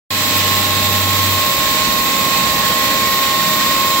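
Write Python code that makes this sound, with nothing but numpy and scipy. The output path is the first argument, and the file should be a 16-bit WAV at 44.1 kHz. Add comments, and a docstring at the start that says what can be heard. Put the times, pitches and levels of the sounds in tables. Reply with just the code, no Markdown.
"""In a wet workshop, a large stone saw runs. Its blades grind out nearly the same noise on every turn,
with a strong steady whine, brief steel rings and a pulsing squeal that grows towards the end.
The shaking frame roars and rumbles underneath, and cooling spray hisses on top.
A feed motor hums while the belt moves the cut blocks forward, then runs down."""
import sys
import numpy as np
from scipy import signal
from scipy.fft import rfft, irfft
from scipy.io import wavfile
from scipy.ndimage import uniform_filter1d

SR = 44100
rng = np.random.default_rng(int(sys.argv[2]) if len(sys.argv) > 2 else 0)


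def store_wav(level_fs):
    """Save 16-bit WAV to argv[1]."""
    pcm = np.round(np.clip(np.atleast_2d(level_fs), -1, 1) * 32767)
    wavfile.write(sys.argv[1], SR, pcm.T.astype(np.int16))


N = 176400
T, HZ = np.arange(N) / SR, np.fft.rfftfreq(N, 1 / SR)
TURN_HZ = 19.475  # blade turns per second

# Stereo balance of the hall. Each row: frequency in Hz, left minus right in dB.
BALANCE = [(40, 4), (120, 0), (500, -1.5), (800, -2), (1500, -7.5), (2000, -6), (3000, -1), (4000, -4),
           (6700, -3), (7400, -10), (8200, -27.5), (9100, 25), (11000, -4), (12500, 3), (15500, 1)]
# Phase between the sides. Each row: frequency in Hz, lead of the left side in radians.
LEFT_LEAD = [(30, -0.11), (100, -0.34), (300, -0.23), (550, 0.17), (1050, 0.71), (1600, 1.43), (2100, 0.11),
             (4000, 0.39), (6000, -0.24)]


def amp(db):
    """Decibels to gain."""
    return 10 ** (np.asarray(db) / 20)


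def unit_rms(x):
    """Scales a signal to unit rms."""
    return x / np.sqrt(np.mean(abs(x) ** 2) + 1e-20)


def over_hz(table, column=1):
    """One column of a table along log frequency."""
    columns = np.transpose(table)
    return np.interp(np.log(HZ + 1), np.log(columns[0] + 1), columns[column])


def over_time(table, column=1):
    """One column of a table along time."""
    columns = np.transpose(table)
    return np.interp(T, columns[0], columns[column])


def panned(db):
    """Constant-power gains, the left db above the right."""
    gains = np.array([amp(db / 2), amp(-db / 2)])
    return gains / np.sqrt(np.mean(gains ** 2, axis=0))


def drift(rate_hz):
    """A random wobble of unit rms, mostly slower than rate_hz."""
    spectrum = rfft(rng.standard_normal(N)) * (HZ > .5)
    return unit_rms(irfft(spectrum / (1 + (HZ / rate_hz) ** 2), N))


def hall_noise(gain):
    """Noise shaped by a gain per frequency, narrow in the bass and wide in the treble."""
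    # Each row: frequency in Hz, correlation of left and right.
    correlation = [(50, 0.97), (300, 0.95), (650, 0.73), (1050, .85), (1350, 0.85), (1800, 0.38),
                   (2300, 0.21), (3000, -0.052), (3900, -0.39), (4600, 0.13), (8500, -0.15), (9600, -0.46),
                   (10700, 0.12), (15000, -0.03)]
    alike = over_hz(correlation)
    common, separate = rfft(rng.standard_normal((2, N))) * np.sqrt(SR / 2)
    left = common * np.exp(1j * over_hz(LEFT_LEAD))
    right = alike * common + np.sqrt(1 - alike ** 2) * separate
    return irfft(np.array([left, right]) * panned(over_hz(BALANCE)) * gain, N)


def hall_tone(hz, rate_hz, waver_db=1.5, wander_rad=1):
    """A wavering sine of unit rms, placed in stereo by its pitch."""
    phase = 2 * np.pi * hz * T + wander_rad * drift(rate_hz)
    lead = np.interp(hz, HZ, over_hz(LEFT_LEAD))
    pan_db = np.interp(hz, HZ, over_hz(BALANCE))
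    pair = np.sin([phase + lead, phase]) * panned(pan_db)[:, None]
    return unit_rms(pair * amp(waver_db * drift(rate_hz)))


def grinding(waver_db=0.52, throb_db=-0.07):
    """Blade teeth scrape through wet stone, a touch harder once a turn."""
    # Gritty mids and highs. Each row: frequency in Hz, density in dB per Hz.
    spectrum = [(500, -86), (850, -64.5), (1050, -55), (1250, -61), (1450, -59.5), (1700, -56.5),
                (1880, -52.5), (2300, -56.5), (2500, -52), (2750, -56.5), (3400, -54.5), (3750, -51.5),
                (3950, -51), (4150, -52.5), (4800, -58), (6000, -60), (6850, -63), (7250, -54.5),
                (7900, -60), (8700, -69.5), (9600, -74), (12000, -102)]
    # Each row: time in seconds, gain in dB.
    fader = [(.1, 0.79), (.42, 1.2), (.7, -0.59), (1.3, 0.18), (2.15, -0.41), (2.45, 0.18), (2.9, -0.16),
             (3.35, -.4), (3.55, 0.55), (4, -0.62)]
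    throb = throb_db * np.sin(2 * np.pi * TURN_HZ * T)
    level_db = over_time(fader) + waver_db * drift(rate_hz=15) + throb
    scrape = hall_noise(amp(over_hz(spectrum)) * turn_comb())
    return blade_shimmer(scrape) * amp(level_db)


def turn_comb():
    """Comb gains on multiples of the blade speed: each turn partly repeats the one before."""
    # Each row: frequency in Hz, share locked to the turn from 0 to 1, turns until the pattern renews.
    repetition = [(40, 0, 20), (170, 0.5, 10.5), (300, 0.4, 20), (500, 0.21, 11), (1430, 0.21, 29),
                  (1960, 0.81, 5.3), (2800, 0.34, 10), (4000, 0.59, 1.6), (6000, 0.24, 3.1),
                  (8000, 0, 0.77)]
    locked = over_hz(repetition)
    carry = np.exp(-1 / over_hz(repetition, column=2))
    comb = (1 - carry ** 2) / abs(1 - carry * np.exp(-2j * np.pi * HZ / TURN_HZ)) ** 2
    return np.sqrt(1 - locked + locked * comb)


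def blade_shimmer(scrape, depth_db=1.2, band_hz=110, swell_s=.35):
    """Narrow bands rise and sink at random as different parts of the blades ring."""
    hz, times, bands = signal.stft(scrape, SR, nperseg=2048)
    patches = rng.standard_normal(bands.shape[1:])
    patches = uniform_filter1d(patches, int(swell_s / times[1]), axis=1)
    patches = uniform_filter1d(patches, int(band_hz / hz[1]), axis=0)
    return signal.istft(bands * amp(depth_db * unit_rms(patches)), SR, nperseg=2048)[1][:, :N]


def whine(hz=1076.2, wander_rad=.16, lead_rad=.44, flutter_db=-37.5, flutter_width_hz=36):
    """One strong tone of steady pitch inside a narrow band of flutter."""
    # Each row: time in seconds, level in dB, left minus right in dB.
    fader_and_pan = [(.1, -28, -4), (.5, -24, -3.5), (1, -23.5, -4), (1.4, -21.5, -2), (1.7, -22, -4),
                     (2.4, -20.5, -6.5), (2.8, -21, -5.5), (3.1, -20, -2), (3.6, -20.5, -2.5),
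                     (4, -18.5, -1)]
    phase = 2 * np.pi * hz * T + wander_rad * drift(rate_hz=1)
    pair = np.sqrt(2) * np.sin([phase + lead_rad, phase]) * panned(over_time(fader_and_pan, column=2))
    flutter = unit_rms(hall_noise(1 / (1 + ((HZ - hz) / flutter_width_hz) ** 2)))
    return pair * amp(over_time(fader_and_pan)) + amp(flutter_db) * flutter


def frame_roar(waver_db=0.48):
    """The frame and guards shake with the turning blades."""
    # Broad low body. Each row: frequency in Hz, density in dB per Hz.
    spectrum = [(15, -85), (28, -81), (52, -64), (80, -60.5), (125, -54), (180, -54), (240, -51.5),
                (310, -54), (410, -58.5), (600, -57), (720, -61), (900, -61.5), (1400, -64.5), (3000, -84)]
    # Each row: time in seconds, gain in dB.
    fader = [(.1, -1.5), (.65, 0.4), (1.3, -0.1), (1.85, -1.5), (2.3, 1.5), (2.55, 0.5), (3, 0.6),
             (3.4, -1.5), (3.8, 0), (4, -1.5)]
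    shake = hall_noise(amp(over_hz(spectrum)) * turn_comb())
    return shake * amp(over_time(fader) + waver_db * drift(rate_hz=21))


def cooling_spray(waver_db=0.9):
    """Cooling water thrown off the blades hisses unevenly."""
    # Airy top end. Each row: frequency in Hz, density in dB per Hz.
    spectrum = [(3000, -79), (9700, -98.5), (10150, -72.5), (10600, -64.5), (11700, -67.5), (12300, -58),
                (13250, -62.5), (13750, -55.5), (14500, -62), (15100, -60), (15700, -57.5)]
    # Each row: time in seconds, gain in dB.
    fader = [(.1, 0.11), (.5, 0.65), (1.25, 0.54), (2.2, -0.42), (3.1, -0.37), (4, 0.076)]
    hiss = hall_noise(amp(over_hz(spectrum)))
    return hiss * amp(over_time(fader) + waver_db * drift(rate_hz=16))


def feed_motor(lead_rad=-0.43):
    """The motor hums under load while the belt moves, then coasts to a stop."""
    # Each row: time in seconds, pitch in Hz, level in dB.
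    run_down = [(.1, 96.5, -31), (.335, 98, -34), (.35, 95.5, -27), (.65, 95.7, -27.5), (.95, 96.3, -24),
                (1.36, 96.1, -23.5), (1.42, 90, -35), (1.48, 81, -51), (1.69, 57, -42), (1.85, 42.7, -57),
                (2, 35, -80)]
    phase = 2 * np.pi * np.cumsum(over_time(run_down)) / SR
    return np.sqrt(2) * np.sin([phase + lead_rad, phase]) * amp(over_time(run_down, column=2))


def blade_squeal(hz=1870, touch_at_s=3.55, sharpness=.95):
    """A blade rubs the side of its cut and squeals once in every turn."""
    # Each row: time in seconds, level in dB.
    fader = [(.1, -54), (2.7, -42), (3.1, -33), (3.4, -30), (3.62, -32), (3.72, -40), (4, -29)]
    blade_angle = 2 * np.pi * TURN_HZ * (T - touch_at_s)
    touch = unit_rms(np.exp(sharpness * np.cos(blade_angle)))
    return hall_tone(hz, rate_hz=16) * touch * amp(over_time(fader))


def steel_rings():
    """Narrow steel resonances swell and fade as the load on the blades shifts."""
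    # Each row: centre in seconds, length in seconds, pitch in Hz, waver rate in Hz, top level in dB.
    swells = [(.4, .5, 4000, 20, -35), (.42, .25, 2940, 20, -37), (1.35, .25, 4170, 25, -35),
              (1.63, .2, 3700, 20, -35), (2.33, .5, 3720, 22, -36), (2.55, .8, 818, 2, -37),
              (2.63, .08, 1700, 14, -30), (2.635, .14, 1105, 10, -29), (2.87, .2, 4160, 22, -34.5),
              (3.93, .2, 2207, 14, -34)]
    ringing = np.zeros((2, N))
    for centre_s, length_s, hz, rate_hz, db in swells:
        swell = np.exp(-(2 * (T - centre_s) / length_s) ** 2)
        ringing += hall_tone(hz, rate_hz) * amp(db) * swell
    return ringing


def machine_tones(crossfade_s=(1.1, 1.6)):
    """Shaft, bearings and motors sing faint wavering tones whose balance shifts once."""
    # Each row: pitch in Hz, level before the crossfade in dB, level after it in dB.
    partials = [(175.3, -42, -38.5), (194.8, -39.5, -47), (272.6, -40.5, -44), (292.1, -41, -43),
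                (471, -44, -48), (479.2, -46, -42), (548.8, -43.5, -37), (608.3, -36.5, -41.5),
                (617, -41, -43), (624.2, -48, -38), (818, -35.5, -39.5), (837.4, -47, -43.5),
                (1032.6, -45, -44), (1168.6, -47, -41.5), (1324.3, -39.5, -45.5), (2201, -44, -42),
                (3213.6, -42, -44), (3699, -44, -43), (4129, -43, -41.5), (5102, -42, -49)]
    drone = np.zeros((2, N))
    for hz, early_db, late_db in partials:
        level_db = np.interp(T, crossfade_s, [early_db, late_db])
        drone += hall_tone(hz, rate_hz=1.45, waver_db=2, wander_rad=0.48) * amp(level_db)
    return drone


def frame_rumble():
    """The heavy frame lays lumpy bass under everything."""
    # Deep low end. Each row: frequency in Hz, density in dB per Hz.
    spectrum = [(12, -83), (28, -77), (50, -61.5), (70, -58.5), (110, -75), (200, -95)]
    # Each row: time in seconds, gain in dB.
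    fader = [(.1, -14), (.32, -12), (.42, -2), (1, -5), (1.5, -1), (1.7, 6.5), (2, 8), (2.2, -1),
             (2.55, 4.5), (3.1, -2), (3.5, -2), (3.8, 1), (4, 2)]
    return hall_noise(amp(over_hz(spectrum))) * amp(over_time(fader))


def scene():
    """All layers of the running saw, in stereo."""
    frame = frame_rumble() + frame_roar()
    blades = grinding() + blade_squeal() + steel_rings()
    return frame + blades + cooling_spray() + whine() + machine_tones() + feed_motor()


def record(dry):
    """The sound cuts in and comes up to full level, with the highest treble trimmed off."""
    start_s, rise_s, start_db, cutoff_hz = .105, 0.19, -3.5, 15770
    rise_db = np.interp(T, [start_s, start_s + rise_s], [start_db, 0])
    opened = dry * (T >= start_s) * amp(rise_db)
    low_pass = signal.firwin(1023, cutoff_hz, window=("kaiser", 7), fs=SR)
    return signal.oaconvolve(opened, low_pass[None], "same", axes=1)


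dry = scene()
out = record(dry)
store_wav(out)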